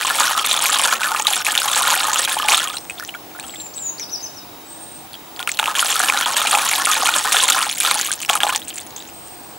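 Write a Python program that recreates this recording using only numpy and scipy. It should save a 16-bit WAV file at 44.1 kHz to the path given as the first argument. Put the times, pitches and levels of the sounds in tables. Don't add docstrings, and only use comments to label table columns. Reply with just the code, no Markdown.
import sys
import numpy as np
from scipy import signal
from scipy.io import wavfile
from scipy.ndimage import uniform_filter1d

SR = 44100
rng = np.random.default_rng(int(sys.argv[2]) if len(sys.argv) > 2 else 0)


def field_ratio(decibels):
    return 10 ** (np.asarray(decibels, dtype=float) / 20)


def digitize_waveform(pressure):
    field = np.atleast_2d(pressure).T
    bounded = np.clip(field, -1, 1)
    quanta = np.round(bounded * 32767).astype(np.int16)
    wavfile.write(sys.argv[1], SR, quanta)


N = 422478
FILTER_HZ = np.fft.rfftfreq(4096, 1 / SR)


def evened(x):
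    return x / np.sqrt(np.mean(x ** 2) + 1e-20)


def read(points, hz):
    f, value = np.transpose(points)
    return np.interp(np.log(hz + 1), np.log(f + 1), value)


def add(mix, s, sound):
    part = mix[round(s * SR):][:len(sound)]
    part += sound[:len(part)]


def chance(width):
    size = max(int(width * SR), 2)
    return evened(uniform_filter1d(uniform_filter1d(rng.standard_normal(N), size), size))


def coloured(x, gain):
    log_gain = np.log(np.maximum(np.r_[gain, gain[-2:0:-1]], 1e-5))
    taps = np.fft.ifft(np.exp(np.conj(signal.hilbert(log_gain)))).real[:2048]
    return signal.oaconvolve(x, taps)[:N]


def highpass(x, hz):
    return signal.sosfilt(signal.butter(2, hz, "high", fs=SR, output="sos"), x)


def resonate(x, hz, width):
    turn = np.exp(2j * np.pi * np.cumsum(hz * np.ones(len(x))) / SR)
    r = np.exp(-np.pi * width / SR)
    return 2 * (turn * signal.lfilter([1 - r], [1, -r], x / turn)).real


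# time in seconds, level in dB.
SUCTION = [
    [(0.0, -20.5), (0.92, -18), (1.15, -25.5), (1.9, -18.5), (2.44, -23.5), (2.52, -14.5), (2.85, -41.5),
     (3.42, -40.5), (3.8, -52)],
    [(5.35, -50), (5.41, -29.5), (5.62, -26), (5.82, -21), (7.6, -19), (8.25, -16.5), (8.3, -22),
     (8.56, -25), (9.1, -48.5)],
]
# opening in seconds, length in seconds,
# loss of large bubbles in dB, loss of small bubbles in dB.
CHOKES = [(0.372, 0.064, 11, 7.5), (0.438, 0.035, 18, 7), (0.999, 0.052, 15, 17), (1.132, 0.1, -3, 8.5),
          (1.246, 0.024, 4, 29), (1.449, .03, 12, 18), (1.678, 0.02, 7, 16), (2.28, .03, 32.5, 12),
          (2.478, 0.016, 7.5, 29), (3.337, 0.25, 7, 13), (5.475, 0.063, 19, 21), (5.587, 0.13, 39, 4.5),
          (5.749, 0.11, -1, 24), (0.621, 0.041, 6, 7), (6.166, 0.089, 0.5, 9.5), (6.27, 0.031, 2, 10),
          (6.518, 0.008, 16, -4), (6.867, 0.024, 24, -8), (7.25, 0.052, 3.5, 3.5), (7.827, 0.19, 15.5, 6.5),
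          (8.277, 0.35, 19, 9.5), (8.286, 0.024, 10, 18), (8.409, 0.031, 30.5, 14), (8.694, 0.13, 13, 8.5),
          (8.963, 0.19, 0, 11), (9.094, .54, 25.5, -5), (5.746, 0.22, 0.5, 7), (8.625, .7, 1, 4.5)]


def suction(column):
    close_share, open_s = 0.5, 0.0013
    t = np.arange(N) / SR
    loss_db = np.zeros(N)
    for row in CHOKES:
        s, length = row[:2]
        span = slice(round((s - length) * SR), round(s * SR))
        left = s - t[span]
        closed = np.minimum((length - left) / (close_share * length), left / open_s)
        loss_db[span] += row[column] * np.clip(closed, 0, 1)
    return sum(field_ratio(np.interp(t, s, db, -99, -99) - loss_db) for s, db in map(np.transpose, SUCTION))


def bubble(hz, cycles, glide, tick, soft=0.3, size=900):
    turns = np.arange(size) * hz / SR
    fade = 0.6 * np.exp(-turns / 1.5) + 0.4 * np.exp(-turns / cycles)
    ring = np.sin(2 * np.pi * turns * (1 + glide * np.minimum(turns / cycles, 2))) * fade
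    u = np.arange(size) / 1.3
    return ring * (1 - np.exp(-turns / soft)) + tick * (1 - u) * np.exp(-u)


def swarm(level, gulping, lo_hz, hi_hz, per_s, cycles, spread_db, clump_db, tick, count, size):
    clumps = field_ratio(clump_db * (gulping + 0.5 * chance(0.012)))
    busy = np.minimum(evened(level), 1) ** 1.1
    born = rng.random(N) < per_s / SR * busy * clumps / clumps.mean()
    strength = field_ratio(spread_db * np.minimum(rng.exponential(1, N), 4)) * rng.choice([-1., 1.], N)
    train = born * level / np.sqrt(busy + 1e-9) * strength
    kind, draws, out = rng.integers(0, count, N), rng.random((count, 2)), np.zeros(N)
    for k, hz in enumerate(np.geomspace(lo_hz, hi_hz, count)):
        ringing = cycles * (0.2 + 1.54 * draws[k, 0]) * (hz / lo_hz) ** 0.48
        grain = bubble(hz, ringing, 0.024 * draws[k, 1], tick, size=size)
        out += signal.oaconvolve(train * (kind == k), evened(grain) * np.sqrt(hz / lo_hz))[:N]
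    return out


def wake(rows, t60):
    s, db = np.transpose(rows)[:2]
    kicks = np.zeros(N)
    kicks[np.round(s * SR).astype(int)] = field_ratio(db)
    flurry = np.sqrt(abs(signal.lfilter([1], [1, -field_ratio(-60 / (t60 * SR))], kicks)))
    return evened(flurry - flurry.mean())


# frequency in Hz, level in dB per Hz.
HOLE = [(150, -32), (250, -8), (308, -20), (415, -16), (834, -3.5), (1410, 1.5), (1770, -2), (1960, -6),
        (2500, -5), (3370, -3.5), (5250, -11.5), (6770, -8), (8350, -8.5), (11000, -11), (16200, -24.5)]


def gurgle():
    split_hz = 1790
    colour = field_ratio(read(HOLE, FILTER_HZ))
    high_share = 1 - 1 / (1 + (FILTER_HZ / split_hz) ** 12)
    big, fine = field_ratio(-3) * suction(column=2), suction(column=3)
    gulping = chance(0.014) + 0.38 * chance(0.029)
    big_wake = wake(GULPS + LATE_GULPS + LAST_GULPS + PLOPS + LATE_PLOPS, 0.12)
    large = swarm(big, 0.6 * gulping + 0.9 * big_wake, 454.4, 1923, per_s=420, cycles=8.6,
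                  spread_db=3.5, clump_db=2.5, tick=9.2, count=24, size=3000)
    fine_wake = wake(SNAPS + LATE_SNAPS + SPITS + LATE_SPITS + FIRST_CRACKS + LAST_CRACKS, 0.046)
    small = swarm(fine, 0.6 * gulping + 0.78 * fine_wake, 2202, 15260, per_s=1000, cycles=6.4,
                  spread_db=4.0, clump_db=3.5, tick=0.66, count=22, size=600)
    large = evened(coloured(large, colour)) * np.sqrt(np.mean(big ** 2))
    small = evened(coloured(small, colour * np.sqrt(high_share))) * np.sqrt(np.mean(fine ** 2))
    return field_ratio(-0.5) * large + field_ratio(-1.0) * small


GULPS = [(0.049, -19, 1066), (0.106, -16, 1050), (0.204, -13, 960), (0.31, -12.5, 904), (0.637, -29, 1010),
         (0.76, -22, 1060), (0.794, -22, 1070), (0.841, -14, 1030), (0.923, -18, 1070), (1.116, -17, 900),
         (1.198, -13.5, 874), (1.279, -15, 846), (1.311, -18.5, 765), (1.477, -20, 829), (1.656, -16, 833),
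         (1.699, -19, 1010), (1.764, -14, 885), (1.812, -17, 960), (1.885, -13, 1010), (1.927, -12, 970),
         (2.025, -24, 880), (2.083, -14, 873), (2.129, -15.5, 990), (2.276, -21, 875), (2.368, -10.5, 884),
         (2.448, -15.5, 854), (2.489, -12.5, 797), (2.519, -13, 1060)]
LATE_GULPS = [(5.597, -13.5, 880), (5.629, -15, 906), (5.679, -12.5, 920), (5.786, -18.5, 1050),
              (6.003, -16, 730), (6.09, -10, 1060), (6.263, -12, 960), (6.397, -20, 1040),
              (6.451, -14, 820), (6.539, -9.5, 823), (6.572, -11, 910), (6.731, -18, 872),
              (6.87, -12, 1035), (6.966, -16, 894), (7.032, -11, 760), (7.087, -14.5, 910),
              (7.159, -17, 1020), (7.248, -14, 1004), (7.344, -12, 748), (7.432, -14.5, 1023),
              (7.564, -10.5, 1004), (7.666, -18, 820), (7.841, -23.5, 795), (7.911, -27, 1040),
              (7.956, -16.5, 865)]
LAST_GULPS = [(8.086, -21.5, 1220), (8.107, -15, 1560), (8.297, -8, 1340), (8.301, -7.5, 770),
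              (8.332, -20, 853), (8.355, -8, 1260), (8.404, -16, 1660), (8.434, -11, 1450),
              (8.434, -9.5, 837), (8.446, -12, 744), (8.467, -9, 860), (8.491, -15.5, 1016),
              (8.525, -14.5, 1150), (8.553, -20, 884)]
PLOPS = [(0.049, -15, 1100), (0.107, -10, 1380), (0.2045, -10, 1410), (0.2773, -9.5, 1430),
         (0.3506, -13, 1256), (0.3691, -14.5, 1310), (0.4135, -15.5, 1264), (0.641, -10, 1280),
         (0.7607, -12, 1090), (0.7965, -10, 1090), (0.9262, -3, 1530), (0.9956, -19, 1600),
         (1.0736, -15, 1180), (1.1475, -6.5, 1220), (1.255, -15, 1210), (1.7853, -18, 1320),
         (1.8108, -24, 1360), (1.837, -11.5, 1410), (1.8726, -5, 1420), (2.159, -12, 1260),
         (2.2767, -13, 1600), (2.3984, -13, 1240), (2.43, -12, 1200), (2.4735, -16, 1490)]
LATE_PLOPS = [(5.3996, -22, 1430), (5.4761, -12, 1360), (5.5926, -8.5, 1430), (5.6277, -16, 1280),
              (5.6822, -8, 1180), (5.753, -13, 1710), (5.8268, -4.5, 1370), (5.957, -11, 1410),
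              (6.002, -3, 1470), (6.0896, -13, 1130), (6.2596, -18, 1250), (6.364, -13.5, 1680),
              (6.4168, -12.5, 1300), (6.5292, -4, 1220), (6.5975, -20.5, 1220), (6.8196, -16.5, 1790),
              (6.8717, 1, 1320), (7.0224, -9, 1140), (7.088, -12, 1350), (7.1516, -12, 1390),
              (7.345, -8, 1400), (7.488, -9, 1380), (7.803, -20, 1600), (7.9121, -6, 1190)]
SNAPS = [(0.2344, -7.5, 3620), (0.4459, -9, 2500), (0.5127, 1, 3800), (0.6045, -8, 3160),
         (0.6569, -3, 2330), (0.7422, -2, 3570), (0.7946, -3.5, 2980), (0.8355, -7, 3330),
         (1.0326, -4, 2450), (1.1623, -9, 2590), (1.2695, 5, 3770), (1.3339, -2, 3350), (1.4486, -17, 2480),
         (1.4666, -0.5, 2400), (1.5524, -13, 2100), (1.5524, -3, 2860), (1.5768, 3, 3500),
         (1.6821, -13, 3730), (1.7474, -5.5, 3880), (1.9031, -8, 3240), (2.159, -10, 2410),
         (2.2313, -9, 4040), (2.2493, -5.5, 3760), (2.2757, -11, 2420), (2.2937, -10.5, 2500),
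         (2.4234, -9, 3020), (2.4857, 0.5, 2330), (2.5456, 4.5, 3500), (2.7003, -13, 3480)]
LATE_SNAPS = [(5.7937, 1, 3100), (6.0861, -3, 2730), (6.0991, 2.5, 2350), (6.1747, -4, 3810),
              (6.2594, -4, 3250), (6.368, -8, 2610), (6.3805, -9, 3740), (6.4166, -5, 3400),
              (6.4705, -5, 2750), (6.551, -0.5, 2480), (6.6898, -14, 2290), (6.7145, -4.5, 2120),
              (6.7335, -4, 2200), (7.068, -3, 2380), (7.139, -2.5, 3400), (7.3221, -3.5, 2500),
              (7.345, -7, 3700), (7.3676, 2.5, 3360), (7.3987, -6, 3100), (7.449, -9, 3540),
              (7.5219, -2.5, 3500), (7.697, -4.5, 3200)]
SPITS = [(0.1999, -3, 6700), (0.4534, -8, 8400), (0.617, -17, 8480), (0.7003, -4, 7410),
         (1.0794, -8.5, 10800), (1.1967, -7.5, 6440), (1.2226, -6.5, 8150), (1.269, -9, 6770),
         (1.3054, -9.5, 6800), (1.3578, -7.5, 8300), (1.4486, -9, 9100), (1.4666, -9.5, 7010),
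         (1.5524, -7.5, 7000), (1.6811, -8, 6700), (1.7594, -3.5, 7740), (1.8223, -7, 8960),
         (1.9031, -2, 6900), (2.1321, -3, 6720), (2.1919, -4.5, 7800), (2.4843, -4, 8200),
         (2.5042, -5, 6700), (2.6828, -12, 8380)]
LATE_SPITS = [(5.7853, -8, 7000), (5.806, -2, 10300), (5.8656, -8, 7980), (5.903, -7, 6800),
              (5.9564, -5, 11400), (5.9934, -5, 7400), (6.3315, -20, 6360), (6.472, -9, 8500),
              (6.689, -5.5, 6950), (6.9148, -1, 6650), (7.3254, -12.5, 6600), (7.4246, -9, 9000),
              (7.4373, 2.5, 8400), (7.4807, -7, 6400), (7.5, 4, 7150), (7.6254, -4.5, 8900),
              (7.713, -9, 6690), (7.8024, 3.5, 9700), (7.832, -10, 6950), (7.9113, -3.5, 8550)]
TICKS = [(2.7682, -11, 9100), (2.8996, -15, 8100), (2.9987, -12.5, 5300), (3.038, -16, 11300),
         (3.0495, -13, 5730), (3.077, -18, 8350), (3.3984, -13, 8400), (3.5477, -20, 8350),
         (3.9973, -11, 6340), (4.0054, -25, 5790), (5.133, -23, 10800), (9.2744, -22, 8400),
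         (9.2834, -25, 8480)]
FIRST_CRACKS = [(5.363, -17, 4610), (5.3932, -23, 3200), (5.3935, -11, 3350), (5.428, -9.5, 3380),
                (5.4745, -22, 11000), (5.4747, -2, 2600), (5.493, -3, 2150), (5.517, -3.5, 7400),
                (5.5404, -20, 6930), (5.5464, -19, 4330), (5.5723, -8, 3990), (5.5901, -1, 2650),
                (5.597, 2, 3500), (5.6287, -7, 2490), (5.6412, -5, 2900), (5.6585, -3, 2610),
                (5.676, -6, 3370), (5.71, -17, 2730), (5.7519, -22, 2980), (5.7525, -5, 3000),
                (5.786, -9, 6950), (5.7936, -7, 3120)]
LAST_CRACKS = [(7.9917, -4, 4540), (8.0118, -21, 8230), (8.013, -0.5, 6800), (8.0302, -10, 3960),
               (8.0406, -18, 6230), (8.0472, -18, 3200), (8.073, -7, 10600), (8.1165, -20, 2650),
               (8.1167, 0, 9200), (8.1285, -4.5, 6900), (8.1365, -5, 8500), (8.2158, -24, 4580),
               (8.2167, -10.5, 8670), (8.2263, -11, 9120), (8.2323, -10.5, 2500), (8.2492, -10, 2640),
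               (8.2922, -2.5, 2530), (8.2966, -18, 2100), (8.297, 5.5, 3220), (8.3315, -8, 8040),
               (8.337, -5, 6900), (8.3537, 2, 10800), (8.3745, -8.5, 2910), (8.4042, -2.5, 3000),
               (8.4333, 3.5, 3370), (8.468, -9, 2890), (8.4956, -6, 2350), (8.503, -7, 2830),
               (8.5276, -13, 9140), (8.549, -4, 3300), (8.561, -2.5, 8300), (8.5606, 1, 6630)]
# start in seconds, peak in dB, pitch in Hz.
DRIPS = [(2.738, -32, 1390), (2.7703, -27, 2800), (2.7703, -15, 4000), (2.898, -19.5, 2480),
         (2.9858, -24, 3530), (2.9974, -24.5, 1450), (3.0256, -26, 1400), (3.0875, -30, 3100),
         (3.0906, -19.5, 2910), (3.1406, -27, 2250), (3.1487, -25, 1480), (3.35, -32, 1350),
         (3.3893, -28.5, 1680), (3.3979, -23.5, 3760), (3.4393, -28, 2840), (3.4956, -27, 3200),
         (3.538, -32, 2190), (3.558, -26, 3420), (3.6007, -25.5, 3860), (3.7803, -26.5, 3730),
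         (3.9976, -32, 2330), (4.0292, -29.5, 3620), (5.1324, -27, 4320), (5.1412, -24.5, 3320),
         (8.6185, -24, 3260), (8.6811, -24, 7150), (8.6828, -17, 8900), (8.704, -22, 3360),
              (8.739, -47, 2660), (8.758, -18, 7900), (8.7805, -17, 6750), (8.8024, -21, 8850),
              (8.822, -29, 6700), (8.963, -20.5, 6360), (8.982, -24.5, 6820), (9.003, -28, 3720),
              (9.0755, -29.5, 7160), (9.088, -30, 8000)]
# frequency in Hz, gain in dB.
RIM = [(3800, 0), (5200, -4.5), (6800, 1), (11000, -1.5), (16000, -9)]


def single_bubbles():
    ring_s, ring_s_per_db = 0.036, 0.003
    plops = np.zeros(N)
    for rows, trim_db in [(GULPS + LATE_GULPS + LAST_GULPS, 4.0), (PLOPS + LATE_PLOPS, 3.0)]:
        for (s, db, hz), draw in zip(rows, rng.random((len(rows), 2))):
            t60 = abs(ring_s - ring_s_per_db * (db + 10.5)) * 900 / hz * (0.6 + 1.7 * draw[0])
            sound = bubble(hz, t60 * hz / np.log(1000), 0.0024 * draw[1], 0.82, size=3000)
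            add(plops, s, field_ratio(db + trim_db) * sound)

    snaps = np.zeros(N)
    for rows, cycles, tick, trim_db in [(SNAPS + LATE_SNAPS, 3.0, 0.6, 3.5),
                                        (SPITS + LATE_SPITS, 2.5, 0.5, 4.0),
                                        (TICKS, 1.5, 0.6, 3.0),
                                        (FIRST_CRACKS + LAST_CRACKS, 1.8, 1.1, 2.5)]:
        for (s, db, hz), draw in zip(rows, rng.random(len(rows))):
            ringing = cycles * (1.03 + 0.96 * draw) * (hz / 2500) ** 0.9
            add(snaps, s, field_ratio(db + trim_db) * bubble(hz, ringing, 0.021, tick))
    out = highpass(plops, 480) + highpass(snaps, 1600)

    drips = DRIPS
    for (s, db, hz), draw in zip(drips, rng.random((len(drips), 3))):
        drip = bubble(hz, 5.7 * (0.41 + 1.6 * draw[0]), 0.01, 0.39, soft=0.83, size=1500)
        add(out, s, field_ratio(db + 10.5) * drip)
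        second = bubble(hz * (0.87 + 0.59 * draw[2]), 12.0, 0.0098, 0.94, soft=0.82, size=1500)
        add(out, s + 0.0022 + 0.011 * draw[1], field_ratio(db + 6.0) * second)
    return highpass(coloured(out, field_ratio(read(RIM, FILTER_HZ))), 262)


# pitch in Hz, width in Hz, level in dB.
THROAT = [(676, 17, -1), (1038, 41, -5.5), (1213, 18, -5), (1380, 85, -8.5), (1704, 40, -8)]
# pitch in Hz, width in Hz, level in dB.
PIPE = (845, 22, 3)


def throat(x):
    stretch = 1 + 0.017 * chance(0.075)
    return x + sum(field_ratio(db) * resonate(x, hz * stretch, width) for hz, width, db in THROAT + [PIPE])


# frequency in Hz, gain in dB.
SCATTER = [(500, 11), (1700, 0), (2300, -1), (3800, -16), (4700, 6), (9000, 7.5)]


def scattered(water):
    thrown = coloured(water, field_ratio(read(SCATTER, FILTER_HZ)))
    return field_ratio(-17.0) * echoes(thrown, 0.012, 0.0044, same=0.47)


def echoes(x, t60, start_s, same):
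    t = np.arange(SR // 3) / SR
    mid, side = rng.standard_normal((2, len(t))) * field_ratio(-60 * t / t60) * (t > start_s)
    same = np.clip(same, 0, 1)
    tail = mid * same + np.array([side, -side]) * (1 - same)
    return signal.oaconvolve(x[None], tail / np.linalg.norm(tail[0]), axes=1)[:, :N]


# frequency in Hz, level in dB per Hz.
AIR = [(24, -51), (40, -8.5), (288, -3), (387, -3.5), (495, -3.5), (649, -3), (716, 2.5), (1230, -7),
       (1620, -9.5), (1970, -11), (2850, -11), (4660, -14.5), (14500, -20)]
# frequency in Hz, likeness from -1 to 1.
AIR_SAME = [(60, 1), (150, 0.97), (380, 0.58), (950, 0.38), (2380, 0.089), (5980, 0.44), (15000, 0.91)]
# pitch in Hz, width in Hz, level in dB.
DRONE = (310.3, 28, -51)
# level of each in dB, lowest pitch first.
WHINE = [-59, -57, -46, -57, -61]


def air():
    frames, hz, t = N // 256 + 5, np.fft.rfftfreq(1024, 1 / SR), np.arange(N) / SR
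    a, b, c, d, patches = rng.standard_normal((frames, 513, 5)).T
    patches = evened(uniform_filter1d(uniform_filter1d(patches, 8, 0), 20, 1))
    same, left = np.clip(read(AIR_SAME, hz), -1, 1)[:, None], a + 1j * b
    right = same * left + np.sqrt(1 - same ** 2) * (c + 1j * d)
    z = np.array([left, right]) * field_ratio(read(AIR, hz)[:, None] + 1.2 * patches)
    wash = field_ratio(-39) * evened(signal.istft(z, nperseg=1024, noverlap=768)[1][:, :N])

    drone_hz, drone_width, drone_db = DRONE
    drone = field_ratio(drone_db) * evened(resonate(rng.standard_normal(N), drone_hz, drone_width))

    line_hz, mains_hz = 15625, 50
    jitter = 0.08 * chance(0.03)
    whine = np.zeros(N)
    for f, db in zip(line_hz + mains_hz * np.arange(-2, 3), WHINE):
        whine += np.sqrt(2) * field_ratio(db) * np.sin(2 * np.pi * (f * t + jitter + rng.random()))
    return wash + drone + whine * field_ratio(0.8 * chance(0.035))


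def bird(notes, overtone_db, waver_db, wobble):
    out, waver, shake = np.zeros(N), chance(0.01), chance(0.0017)
    for rows in notes:
        s, hz, db = np.transpose(rows)
        t = np.arange(s[0], s[-1], 1 / SR)
        shaking = np.roll(shake, -round(s[0] * SR))[:len(t)]
        phase = 2 * np.pi * np.cumsum(np.interp(t, s, hz) * (1 + wobble * shaking)) / SR
        tone = np.sin(phase) + field_ratio(overtone_db) * np.sin(2 * phase)
        level = np.sqrt(2) * field_ratio(np.interp(t, s, db))
        add(out, s[0], level * tone * signal.windows.tukey(len(t), 0.12))
    return out * field_ratio(waver_db * waver)


# crest in seconds, crest pitch in Hz, level in dB, rise in seconds, fall in seconds.
WHISTLES = [
    (2.72, 8370, -41.5, 0.032, 0.25),
    (4.83, 8520, -41, 0.19, 0.23),
    (9.25, 8460, -44, 0.14, 0.37),
]


def whistler():
    notes = []
    for s, hz, db, rise, fall in WHISTLES:
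        u = np.linspace(-rise, fall, num=24)
        droop = np.where(u < 0, 20000, 4500) * u ** 2
        fade_db = np.where(u < 0, 24, 30) * abs(u)
        notes.append(np.transpose([s + u, hz - droop, db - fade_db]))
    return bird(notes, overtone_db=-60, waver_db=3.5, wobble=0.0027)


# time in seconds, level in dB.
TRILL = [
    (2.9, -68),
    (3.4, -56),
    (4.3, -53.5),
    (5.2, -54.5),
    (5.5, -70),
]


def insect():
    trill_hz, width_hz = 3796, 100
    s, db = np.transpose(TRILL)
    scrape = rng.standard_normal(N) * field_ratio(3.0 * chance(0.02))
    tone = resonate(resonate(scrape, trill_hz, width_hz), trill_hz, width_hz)
    return field_ratio(np.interp(np.arange(N) / SR, s, db)) * evened(tone)


def falling(rows, shape):
    at, sag, start_db, bend_db, end_db = shape
    return [[(s, a, db + start_db),
             (s + at * length, a + (b - a) * (at - sag), db + bend_db),
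             (s + length, b, db + end_db)] for s, length, a, b, db in rows]


def with_hooks(notes, lead_s, from_share, soft_db):
    hooks = []
    for note in notes:
        s, hz, db = note[0][0], note[0][1], max(np.transpose(note)[2]) + soft_db
        hooks.append([(s - lead_s, hz * from_share, db), (s, hz, db)])
    return hooks


# start in seconds, length in seconds, first pitch in Hz, last pitch in Hz, level in dB.
SLURS = [
    (3.428, .25, 8450, 7150, -35),
    (3.757, .15, 8150, 6580, -26),
]
CHURRS = [
    (4.0, .048, 6050, 4750, -28),
    (4.114, .05, 6200, 4800, -26),
    (4.224, .052, 6500, 4800, -30),
    (4.35, .048, 6200, 4850, -34),
]
# share of length at the bend, sag as share of the fall, level in dB at start, bend and end.
SLUR_SHAPE = (.27, -.2, -4, -9, 0)
CHURR_SHAPE = (.45, .17, -6, 0, -6)


def songbird():
    slurs, churrs = falling(SLURS, SLUR_SHAPE), falling(CHURRS, CHURR_SHAPE)
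    hooks = with_hooks(slurs[1:] + churrs, 0.02, 0.72, -10)
    song = bird(slurs, overtone_db=-36, waver_db=3.5, wobble=0.011)
    song += bird(churrs, overtone_db=-22, waver_db=3.5, wobble=0.014)
    return song + bird(hooks, overtone_db=-14, waver_db=3.0, wobble=0.09)


def scene():
    water = throat(gurgle() + single_bubbles())
    whistles, song = whistler(), songbird()
    wet = scattered(water)
    wet += field_ratio(-3) * echoes(whistles, 0.25, 0.006, same=0.52)
    wet += field_ratio(-3) * echoes(song, 0.28, 0.003, same=0.5)
    placed = whistles * field_ratio(np.array([[-0.6], [0.6]])) + song * field_ratio(np.array([[2.2], [-2.2]]))
    return water + placed + wet + insect() + air()


def top_cut(x):
    return signal.sosfilt(signal.butter(12, 16400, fs=SR, output="sos"), x)


def record(dry):
    clipped = np.clip(highpass(dry, 51.6), -1, 1)
    mid, side = clipped.mean(0), (clipped[0] - clipped[1]) / 2
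    width_filter = signal.firwin(255, 9600, window=("kaiser", 9), fs=SR)
    side = signal.oaconvolve(side, width_filter, "same")
    pair = np.array([mid + side, mid - side])
    edge_filter = signal.firwin(511, 15850, window=("kaiser", 9), fs=SR)
    return top_cut(signal.oaconvolve(pair, edge_filter[None], "same"))


dry = scene()
out = record(dry)
digitize_waveform(out)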